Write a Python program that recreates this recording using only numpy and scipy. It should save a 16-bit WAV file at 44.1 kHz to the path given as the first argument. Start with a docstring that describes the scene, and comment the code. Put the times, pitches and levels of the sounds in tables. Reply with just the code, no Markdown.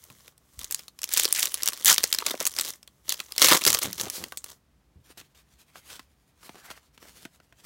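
"""Ripping open a foil card pack

Close up, over a padded table, a foil pack is picked up, pinched, nicked and ripped along its seam
in two pulls. The foil buckles in sharp snaps, hollow pops and swarms of tiny creases. The cards
swish out and are thumbed off the stack one by one, faces rubbing and edges tapping.
A small room answers and hums faintly."""
import sys
import numpy as np
from scipy import signal
from scipy.fft import rfft, irfft, next_fast_len
from scipy.io import wavfile
from scipy.ndimage import uniform_filter1d, map_coordinates

SR = 44100
rng = np.random.default_rng(int(sys.argv[2]) if len(sys.argv) > 2 else 0)


def pcm_store(signal):
    """Save signal as 16-bit PCM."""
    levels = np.round(np.clip(np.atleast_2d(signal), -1, 1) * 32767)
    wavfile.write(sys.argv[1], SR, levels.astype(np.int16).T)


N = 337653

# Tone colours. Each row: frequency in Hz, gain in dB.
HUM_EQ = [(20, -38.5), (41, -13.5), (64, -1), (100, -13), (144, -9.5), (180, -14.5), (260, -16.5),
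          (400, -22.5), (15500, -43.5)]  # ventilation
KNOCK_EQ = [(50, -56.5), (130, 1), (330, 8), (520, -2), (900, -47)]  # the stack knocked in the hand
SLIDE_EQ = [(60, -5), (130, 5.5), (500, 0), (1200, 2), (2100, 1.5), (3500, 2.5), (7000, 0), (15000, -5)]  # card rubbing on card
DRAW_EQ = [(180, -33), (300, -8), (1060, -14.5), (3200, -10.5), (4540, -5), (15000, -10)]  # cards gliding along foil
FLEX_EQ = [(40, -32.5), (100, -12), (200, -4.5), (350, 0), (600, -0.5), (750, -8), (1150, 3), (2000, -16.5)]  # the dull bending of the whole sheet
CRINKLE_EQ = [(300, -30), (750, -4), (1050, -9), (2100, 2), (2500, -7.5), (3100, 1.5), (4600, -1.5),
              (6000, 3.5), (9000, 0.5), (15500, 0)]  # bright little creases
# The room's decay. Each row: frequency in Hz, seconds to fall 60 dB.
ROOM_DECAY = [(200, 0.05), (3000, 0.077), (14000, 0.026)]
# Hands bump the pack and table. Each row: start in seconds, relative peak in dB, pitch in Hz.
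HAND_BUMPS = [(0.102, -45, 127), (0.571, -38.5, 58.6), (3.69, -36, 100), (3.872, -36, 117),
              (4.956, -42.5, 93.3)]
# Fingers drag and regrip. Each row: start and length in seconds, level in dB, centre in Hz.
FINGER_SCUFFS = [(3.656, 0.017, -30, 330), (3.835, 0.037, -37, 169), (4.002, 0.065, -42.5, 187),
                 (4.173, 0.074, -45.5, 180), (6.541, 0.018, -49.5, 416), (7.017, 0.026, -52, 480)]
# A card sticks on the one below. Each row: start and length in seconds, level in dB.
CARD_SQUEAKS = [(5.885, 0.073, -55)]
# A squeaking card's resonances. Each row: frequency and width in Hz, relative level in dB.
SQUEAK_MODES = [(1490, 69, -4), (3100, 49, -4.5), (3260, 54, -19)]
# A card is pushed over the stack. Each row: start and length in seconds, final push in dB,
# swell in dB (negative fades).
CARD_STROKES = [(5.022, 0.092, -59, 7), (5.172, 0.015, -53, -4), (5.223, 0.05, -63.5, 5),
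                (5.344, 0.03, -58, -7.5), (5.494, 0.016, -60.5, 7), (5.562, 0.028, -62.5, 3),
                (5.686, 0.27, -52.5, 10), (6.4, 0.34, -52.5, 3.5), (6.923, 0.31, -55, 6),
                (7.527, 0.14, -54, 17.5)]
# A soft, low scuff in the first row, then card edges flicking the stack.
# Each row: start in seconds, relative level in dB, pitch in Hz, knock trim in dB.
STACK_CONTACTS = [(5.102, -57.5, 990, -6), (5.178, -45.5, 3620, -42), (5.2, -44.5, 3550, -38),
                  (5.212, -47, 1860, -22), (5.757, -42.5, 1106, -51), (5.994, -38.5, 1740, -24.5),
                  (6.43, -49.5, 1200, -28.5), (6.493, -40, 1150, -16.5), (6.703, -39, 1760, -22),
                  (6.711, -36, 1230, -42), (6.776, -48, 1000, -28.5), (6.977, -47, 2140, -24),
                  (7.252, -37, 1580, -15), (7.401, -52.5, 1207, -23), (7.525, -52, 1473, -21.5)]
# The fingers' steady work on the wrapper. 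Each row: time in seconds, relative crinkle level in dB.
GRIP_LEVELS = [(0, -60.5), (0.29, -60.5), (0.35, -80), (0.62, -58), (0.8, -56), (0.94, -75.5), (1.12, -45),
               (1.53, -43), (1.8, -47), (1.98, -40.5), (2.36, -51), (2.7, -41.5), (2.8, -73.5),
               (3.03, -73.5), (3.08, -47.5), (3.29, -56.5), (3.58, -39), (4.53, -67.5)]
# Single squeezes. Each row: start and length in seconds, relative crinkle and flex levels in dB.
PACK_SQUEEZES = [(0.59, 0.031, -46, -58.5), (0.701, 0.1, -51.5, -87.5), (1.106, 0.065, -35, -73),
                 (1.157, 0.069, -31, -55.5), (1.34, 0.096, -30, -56), (1.653, 0.034, -35, -74),
                 (1.855, 0.05, -15.5, -40), (2.248, 0.06, -34.5, -42), (2.394, 0.023, -35.5, -40),
                 (2.57, .13, -39, -50.5), (3.088, 0.035, -38.5, -59), (3.384, .026, -27, -38.5),
                 (3.413, .092, -23.5, -31), (3.504, 0.037, -19.5, -22), (3.664, 0.018, -19, -28),
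                 (3.728, 0.051, -36, -41), (3.812, 0.03, -29, -36.5), (3.969, 0.089, -40, -46.5),
                 (4.437, 0.083, -52.5, -57.5)]
# A free flap of foil rings on. Each row: start in seconds, level in dB, pitch in Hz.
RINGING_FLAPS = [(3.098, -27, 3730), (4.373, -34, 7600)]
# The sheet pops inside out. Each row: start in seconds, level in dB, pitch at the peak in Hz.
SHEET_POPS = [(1.2533, -32, 497), (2.039, -29, 644), (2.222, -29.5, 840), (2.2665, -39.5, 618),
              (2.3404, -28.5, 540), (2.4101, -30, 586), (4.011, -42, 594), (4.0674, -35.5, 463),
              (4.2393, -41, 510), (4.3221, -47, 1130)]
# Foil cracks that stand out. Each row: start in seconds, relative level in dB, pitch in Hz.
FOIL_SNAPS = [(0.0393, -44, 11200), (0.101, -49, 2500), (0.2795, -44, 4230), (0.3789, -53, 9100),
              (0.5914, -33.5, 7560), (0.607, -51, 6450), (0.6441, -32, 6700), (0.7101, -27, 8100),
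              (0.7235, -25.5, 8400), (0.7456, -22.5, 6940), (0.793, -38, 5000), (0.8813, -40.5, 4130),
              (0.9897, -39.5, 5270), (1.0177, -33.5, 6600), (1.032, -28.5, 5480), (1.0411, -23, 5890),
              (1.0905, -32.5, 4950), (1.1371, -16.5, 8290), (1.1735, -13, 5500), (1.178, -20, 7110),
              (1.1975, -16, 6600), (1.2339, -21, 6750), (1.2457, -22.5, 6140), (1.2533, -18, 4860),
              (1.2874, -32.5, 8240), (1.3259, -14.5, 9160), (1.3939, -20.5, 9070), (1.4292, -16.5, 5500),
              (1.4555, -20.5, 5400), (1.5423, -20, 9090), (1.6328, -20, 6250), (1.6587, -23.5, 9240),
              (1.6759, -17.5, 6500), (1.6861, -18, 6240), (1.733, -29.5, 4200), (1.8471, -16.5, 11330),
              (1.8576, -13, 7160), (1.9278, -15.5, 7690), (1.943, -21.5, 6306), (1.981, -16, 4093),
              (2.0335, -22.5, 7680), (2.039, -13.5, 6394), (2.1272, -16, 5300), (2.1393, -25, 6800),
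              (2.147, -20.5, 5550), (2.1863, -20.5, 4240), (2.2653, -20, 3920), (2.3105, -26.5, 3640),
              (2.4029, -25.5, 4730), (2.4535, -22, 6026), (2.4665, -16.5, 8100), (2.4728, -18.5, 7810),
              (2.5645, -31.5, 4670), (2.5965, -23.5, 4340), (2.6106, -21, 7500), (2.6862, -34, 5800),
              (2.8293, -45.5, 5340), (2.876, -45, 3360), (3.0932, -19.5, 6960), (3.1229, -20, 6400),
              (3.2016, -27, 2450), (3.3214, -31, 5160), (3.363, -35.5, 5000), (3.3804, -18, 4820),
              (3.418, -8.5, 3657), (3.4247, -10.5, 5800), (3.445, -9, 4885), (3.4565, -18.5, 6800),
              (3.4723, -17.5, 9000), (3.4852, -13, 4363), (3.4935, -20.5, 5720), (3.513, -14.5, 2997),
              (3.5308, -17, 4444), (3.549, -19.5, 4100), (3.567, -23, 4820), (3.6178, -27.5, 2850),
              (3.6385, -23.5, 5650), (3.6511, -15.5, 6690), (3.6651, -14.5, 5580), (3.6765, -14, 5740),
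              (3.7027, -16.5, 7020), (3.7293, -16, 6240), (3.7417, -21.5, 5880), (3.747, -15, 4598),
              (3.9297, -28.5, 6530), (3.981, -34, 5500), (3.998, -31, 3920), (4.0116, -23, 6850),
              (4.0998, -26, 6440), (4.2395, -29, 3350), (4.3221, -37, 1510), (4.373, -28.5, 7700),
              (4.4423, -31.5, 6870)]
# The seam peels. Each row: start and end in seconds, relative level in dB, the flap's first and
# last pitch in Hz, crackle against the flap in dB.
SEAM_RIPS = [(1.345, 1.413, -36, 2670, 2560, -2), (1.861, 1.927, -24.5, 2660, 1185, 2.5),
             (3.406, 3.558, -28, 3750, 1015, 2)]

LET_GO_S = GRIP_LEVELS[-1][0]  # the fingers release the wrapper
STROKE_ATTACK_S, STROKE_RELEASE_DB_PER_S = 0.029, 203


def amp(db):
    """Decibels to gain."""
    return 10 ** (np.asarray(db) / 20)


def unit(x):
    """Scale to rms 1."""
    return x / np.sqrt(np.mean(x ** 2) + 1e-20)


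def contour(points):
    """A curve through (Hz, value) points on a log frequency axis."""
    freqs, values = np.transpose(points)
    return lambda hz: np.interp(np.log(hz + 1), np.log(freqs), values)


def hump(centre_hz, slope_db):
    """A resonance curve whose skirts fall slope_db an octave."""
    return lambda hz: -slope_db * (np.hypot(np.log2((hz + 1) / centre_hz), .5) - .5)


def coloured(x, gain_db, size=4096):
    """Shape x with a causal EQ whose gain is gain_db(Hz)."""
    cepstrum = irfft(np.log(amp(gain_db(np.fft.rfftfreq(size, 1 / SR))) + 1e-6))
    cepstrum[1:size // 2] *= 2
    cepstrum[size // 2 + 1:] = 0
    return signal.fftconvolve(x, irfft(np.exp(rfft(cepstrum))))[:len(x)]


def add(track, start, sound):
    """Mix a sound into the track at start seconds."""
    rest = track[max(round(start * SR), 0):]
    rest[:len(sound)] += sound[:len(rest)]


def at_level(x, db):
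    """Give a short sound the energy of 5 ms at db."""
    return amp(db) * x * np.sqrt(.005 * SR / np.sum(x ** 2))


def steadied(x, span_s):
    """Ride the rms towards 1 over span_s, keeping the faster grain."""
    width = max(int(span_s * SR), 2)
    power = uniform_filter1d(uniform_filter1d(unit(x) ** 2, width), width)
    return x / np.sqrt(np.mean(x ** 2) * (np.abs(power) + 1e-3))


def wobble(rate):
    """A smooth random drift, rate knots a second."""
    return map_coordinates(rng.standard_normal(int(N * rate / SR) + 4), [np.arange(N) * rate / SR])


def patchy(x, depth_db):
    """Let the colour of a rub drift as the contact moves."""
    spectrum = signal.stft(x, nperseg=512)[2]
    patches = uniform_filter1d(rng.standard_normal(spectrum.shape), 5, axis=0)
    drift = uniform_filter1d(patches, 16, axis=1)
    return signal.istft(spectrum * amp(depth_db * unit(drift)), nperseg=512)[1][:N]


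def burst(t60, size=2048):
    """A noise hit that falls 60 dB in t60 seconds."""
    return rng.standard_normal(size) * amp(-60 * np.arange(size) / SR / t60)


def impulses(rate, spread_db):
    """Random ticks, rate a second: many small ones and a few large."""
    sizes = amp(spread_db * np.minimum(rng.standard_normal(N), 2))
    return (rng.random(N) < rate / SR) * sizes


def ringing(pitch_hz, cycles, spread, count=4, size=512):
    """One grain per pitch: a few random modes around it that fall 60 dB in so many cycles."""
    t = np.arange(size) / SR
    detune = np.exp(spread * rng.standard_normal((np.size(pitch_hz), count, 1)))
    hz = np.minimum(np.reshape(pitch_hz, (-1, 1, 1)) * detune, SR / 2)
    decay = np.exp(-np.log(1000) * hz * t / cycles)
    grains = (rng.standard_normal(hz.shape) * np.cos(2 * np.pi * hz * t) * decay).sum(axis=1)
    return grains / (np.linalg.norm(grains, axis=1, keepdims=True) + 1e-3)


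def gesture(start, length, attack_s=.012, release_db_per_s=396.5, swell_db=0):
    """Envelope of one hand movement: it sets in, moves by swell_db over its length and dies away."""
    t = np.arange(N) / SR - start
    db = swell_db * (np.clip(t / length, 0, 1) - 1) - release_db_per_s * np.maximum(t - length, 0)
    return np.clip(t / attack_s, 0, 1) * amp(np.maximum(db, -200))


def room_hum():
    """A bed of low ventilation hum and faint hiss."""
    return amp(-65.5) * unit(coloured(rng.standard_normal(N), contour(HUM_EQ), size=16384))


def room_tail(x, predelay_s=0.008):
    """A short, diffuse tail from the near walls; the top end dies first."""
    hz, t, spectrum = signal.stft(rng.standard_normal(SR // 2), SR, nperseg=256)
    t60 = contour(ROOM_DECAY)(hz)[:, None]
    tail = signal.istft(spectrum * amp(-60 * t / t60), SR, nperseg=256)[1]
    tail = np.pad(tail / np.linalg.norm(tail), (int(predelay_s * SR), 0))
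    return signal.fftconvolve(x, tail)[:N]


def hand_bumps():
    """Hands meet the pack and the padded table with soft, low thuds."""
    out = np.zeros(N)
    for start, db, pitch_hz in HAND_BUMPS:
        thud = coloured(burst(t60=0.31, size=8192), hump(pitch_hz, slope_db=14.5))
        add(out, start, amp(db - 2.5) * thud / np.abs(thud).max())
    return out


def finger_scuffs():
    """Skin catches and slips on the pack; the stack inside answers dully."""
    out = np.zeros(N)
    for start, length, db, centre_hz in FINGER_SCUFFS:
        slips = impulses(rate=760, spread_db=8.0) * rng.choice([-1, 1], N)
        rustle = steadied(coloured(slips, hump(centre_hz, slope_db=5.5)), span_s=0.037)
        out += amp(db) * gesture(start, length) * rustle
    return out


def card_squeaks():
    """Uneven slips of gloss on gloss excite the card's resonances."""
    slips = impulses(rate=1100, spread_db=20) * rng.choice([-1, 1], N)
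    tone = sum(amp(db) * unit(signal.lfilter(*signal.iirpeak(hz, hz / width, SR), slips))
               for hz, width, db in SQUEAK_MODES)
    envelope = sum(amp(db) * gesture(start, length) for start, length, db in CARD_SQUEAKS)
    return envelope * steadied(tone, span_s=0.025)


def card_slides(hold_from_s=5, scrape_attack_s=0.0062):
    """Card stock hisses and catches on tiny ridges; a harder push brings out the card's body."""
    push = amp(-72.5) * (np.arange(N) / SR > hold_from_s)  # fingers keep shifting on the stack
    for start, length, db, swell_db in CARD_STROKES:
        attack_s = STROKE_ATTACK_S if swell_db > 0 else scrape_attack_s
        stroke = gesture(start, length, attack_s, STROKE_RELEASE_DB_PER_S, swell_db)
        push = np.hypot(push, amp(db) * stroke)
    friction = rng.standard_normal(N) + amp(-5) * unit(impulses(rate=240, spread_db=4.5))
    hiss = unit(coloured(patchy(friction, depth_db=2.2), contour(SLIDE_EQ)))
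    body = unit(coloured(patchy(rng.standard_normal(N), depth_db=4), hump(1500, slope_db=6)))
    hiss *= amp(-0.5 + 5.1 * wobble(35))
    body *= amp(-6.0 + 3.3 * wobble(36))
    return push * (hiss + body * push / push.max())


def stack_contacts():
    """One soft, low scuff, then edges that slip off with a dry flick, ring and knock the stack."""
    out = np.zeros(N)
    for start, db, pitch_hz, knock_db in STACK_CONTACTS:
        contact = coloured(burst(t60=0.025), hump(pitch_hz, slope_db=7.5))
        ring = ringing(pitch_hz, cycles=54, spread=0.42, size=2048)[0]
        knock = coloured(burst(t60=0.018), contour(KNOCK_EQ))
        add(out, start, at_level(contact, db - 1.5))
        add(out, start, at_level(ring, db - 10.5))
        add(out, start, at_level(knock, db + knock_db + 13.0))
    return out


def card_draw():
    """A smooth, swelling swish as the stack glides out along the foil."""
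    swish = unit(coloured(rng.standard_normal(N), contour(DRAW_EQ)))
    pull = gesture(4.1, 0.058, STROKE_ATTACK_S, STROKE_RELEASE_DB_PER_S, swell_db=15)
    return amp(-33.5) * pull * swish


def wrapper_work(let_go_db_per_s=250.5):
    """Level curves in dB for crinkle and sheet flex: the steady grip plus every squeeze."""
    t = np.arange(N) / SR
    grip_db = np.interp(t, *np.transpose(GRIP_LEVELS)) - let_go_db_per_s * np.clip(t - LET_GO_S, 0, .5)
    crinkle_power = amp(grip_db) ** 2
    flex_power = amp(0.72 * grip_db - 25) ** 2
    for start, length, crinkle_db, flex_db in PACK_SQUEEZES:
        squeeze = gesture(start, length)
        crinkle_power += (amp(crinkle_db) * squeeze) ** 2
        flex_power += (amp(flex_db) * squeeze) ** 2
    return 10 * np.log10(crinkle_power), 10 * np.log10(flex_power)


def creasing(crinkle_db, threshold_db=-58.5):
    """How far the foil creases, 0 to 1; worked below the threshold it mostly rustles."""
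    return 1 / np.hypot(1, amp(threshold_db - crinkle_db))


def foil_crinkle(crinkle_db, flex_db, size=512):
    """Swarms of tiny creases, each ringing its own facet, over the hiss of film rubbing on film."""
    # harder work makes more creases a second
    kicks = impulses(rate=np.clip(600.5 + 9 * (crinkle_db + 35), 200, 1200), spread_db=5.5)
    onsets = np.flatnonzero(kicks)
    # a sheet that flexes hard folds into larger, lower facets
    octaves = 0.34 * wobble(13) - 0.017 * np.maximum(flex_db + 33.5, 0)
    pitch_hz = 5200 * 2 ** (octaves[onsets] + .55 * rng.standard_normal(len(onsets)))
    cracks = rng.standard_normal((len(onsets), size)) * np.exp(-np.arange(size) / SR / 0.00027)
    grains = ringing(pitch_hz, cycles=13, spread=.4) + amp(-12) * cracks
    positions = onsets[:, None] + np.arange(size)
    facets = np.bincount(positions.ravel(), (kicks[onsets, None] * grains).ravel(), N + size)[:N]
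    share = creasing(crinkle_db)
    rub = np.sqrt(1.17 - share ** 2) * rng.standard_normal(N)
    bright = unit(coloured(share * steadied(facets, span_s=0.055) + rub, contour(CRINKLE_EQ)))
    dull = steadied(coloured(kicks * rng.choice([-1, 1], N), contour(FLEX_EQ)), span_s=0.09)
    return amp(crinkle_db + 1.5) * bright + amp(flex_db - 1.0) * dull


def flap_rings():
    """A free flap of foil rings on in a narrow band after a snap."""
    out = np.zeros(N)
    for start, db, pitch_hz in RINGING_FLAPS:
        ring = coloured(burst(t60=0.088, size=8192), hump(pitch_hz, slope_db=87))
        add(out, start, at_level(ring, db))
    return out


def sheet_pops(rise_s=.0022, first_octave_s=.0014):
    """A wide bulge of foil flips over; the high bending waves arrive first, so its note dives."""
    out = np.zeros(N)
    t = np.arange(2048) / SR
    swell = (t / rise_s * np.exp(-t / rise_s)) ** 2
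    for start, db, pitch_hz in SHEET_POPS:
        hz = pitch_hz * (first_octave_s + rise_s) / (first_octave_s + t)
        note = np.sin(2 * np.pi * np.cumsum(hz) / SR) * swell
        rattle = coloured(swell * rng.standard_normal(len(t)), hump(pitch_hz, slope_db=10.5))
        add(out, start, at_level(unit(note) + amp(2) * unit(rattle), db))
    return out


def stray_snaps(crinkle_db, count=160, per_s=24, scatter_db=4.5, ceiling_db=-21):
    """Lesser snaps that come by chance and follow the crinkle's level, in rows like FOIL_SNAPS."""
    times = (np.arange(count) + rng.random(count)) / per_s
    work_db = np.interp(times * SR, np.arange(N), crinkle_db + 20 * np.log10(creasing(crinkle_db)))
    db = np.minimum(work_db + 5.5 + scatter_db * rng.standard_normal(count), ceiling_db)
    pitch_hz = 5430 * 2 ** (1.1 * rng.uniform(-1, 1, count))
    return list(np.column_stack([times, db, pitch_hz])[times < LET_GO_S])


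def foil_snaps(crinkle_db, sheet_db, rise_s=.0004, chain_gap_s=.0014, chain_loss_db=4.5):
    """A facet buckles, rings and tips two neighbours; the sheet around it flexes a moment later."""
    out = np.zeros(N)
    attack = 1 - np.exp(-np.arange(2048) / SR / rise_s)
    for start, db, pitch_hz in list(FOIL_SNAPS) + stray_snaps(crinkle_db):
        for link in range(3):
            lag = link * chain_gap_s * np.exp(.5 * rng.standard_normal())
            buckle = attack * (burst(t60=0.003) + amp(-23) * burst(t60=0.011))
            crack = coloured(buckle, hump(pitch_hz, slope_db=5.0))
            add(out, start + lag, at_level(crack, db - 2.5 - chain_loss_db * link))
        ring = ringing(pitch_hz, cycles=48, spread=.06, count=3, size=1024)[0]
        add(out, start + rise_s, at_level(ring, db - 6.5))
        # big, low facets and a sheet already in motion give more flex
        flex_db = 0.32 * db + 0.55 * sheet_db[round(start * SR)] - 8.7 * np.log2(pitch_hz / 6000) - 7.5
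        flex = coloured(burst(t60=0.047), contour(FLEX_EQ))
        add(out, start + .0008, at_level(flex, flex_db))
    return out


def seam_rips(slips_per_s=420, crack_hz=7900):
    """The glued seam gives in uneven slips; each cracks and plucks a flap that lowers as it grows."""
    out = np.zeros(N)
    for start, end, db, first_hz, last_hz, crackle_db in SEAM_RIPS:
        count = max(int((end - start) * slips_per_s), 1)
        progress = (np.arange(count) + rng.random(count)) / count
        plucks = ringing(first_hz * (last_hz / first_hz) ** progress, cycles=37, spread=.27)
        cracks = ringing(np.full(count, crack_hz), cycles=7, spread=.5)
        slips = plucks + amp(crackle_db) * unit(rng.exponential(size=(count, 1))) * cracks
        arch = np.sqrt(np.sin(np.pi * progress) * SR / slips_per_s)
        gains = amp(db + 1.1 * rng.standard_normal(count)) * arch
        for onset, gain, slip in zip(start + progress * (end - start), gains, slips):
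            add(out, onset, gain * slip)
    return out


def scene():
    """Foil, cards and hands up front in mono, the room behind them."""
    crinkle_db, flex_db = wrapper_work()
    foil = foil_snaps(crinkle_db, flex_db) + sheet_pops() + flap_rings() + seam_rips()
    foil += foil_crinkle(crinkle_db, flex_db)
    cards = card_draw() + card_slides() + card_squeaks() + stack_contacts()
    close = foil + cards + hand_bumps() + finger_scuffs()
    return (close + amp(-18.5) * room_tail(close) + room_hum())[None]


def record(dry, ceiling=.9, low_cut_hz=35, top_hz=16000):
    """The camera rounds off the highest peaks, thins the deepest bass and cuts the very top."""
    rounded = dry / (1 + np.abs(dry / ceiling) ** 4) ** (1 / 4)
    thinned = signal.sosfilt(signal.butter(2, low_cut_hz, 'high', fs=SR, output='sos'), rounded)
    size = next_fast_len(N + SR // 4)
    passband = np.clip((top_hz - np.fft.rfftfreq(size, 1 / SR)) / 200 + .5, 0, 1)
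    return irfft(rfft(thinned, size) * passband, size)[:, :N]


dry = scene()
out = record(dry)
pcm_store(out)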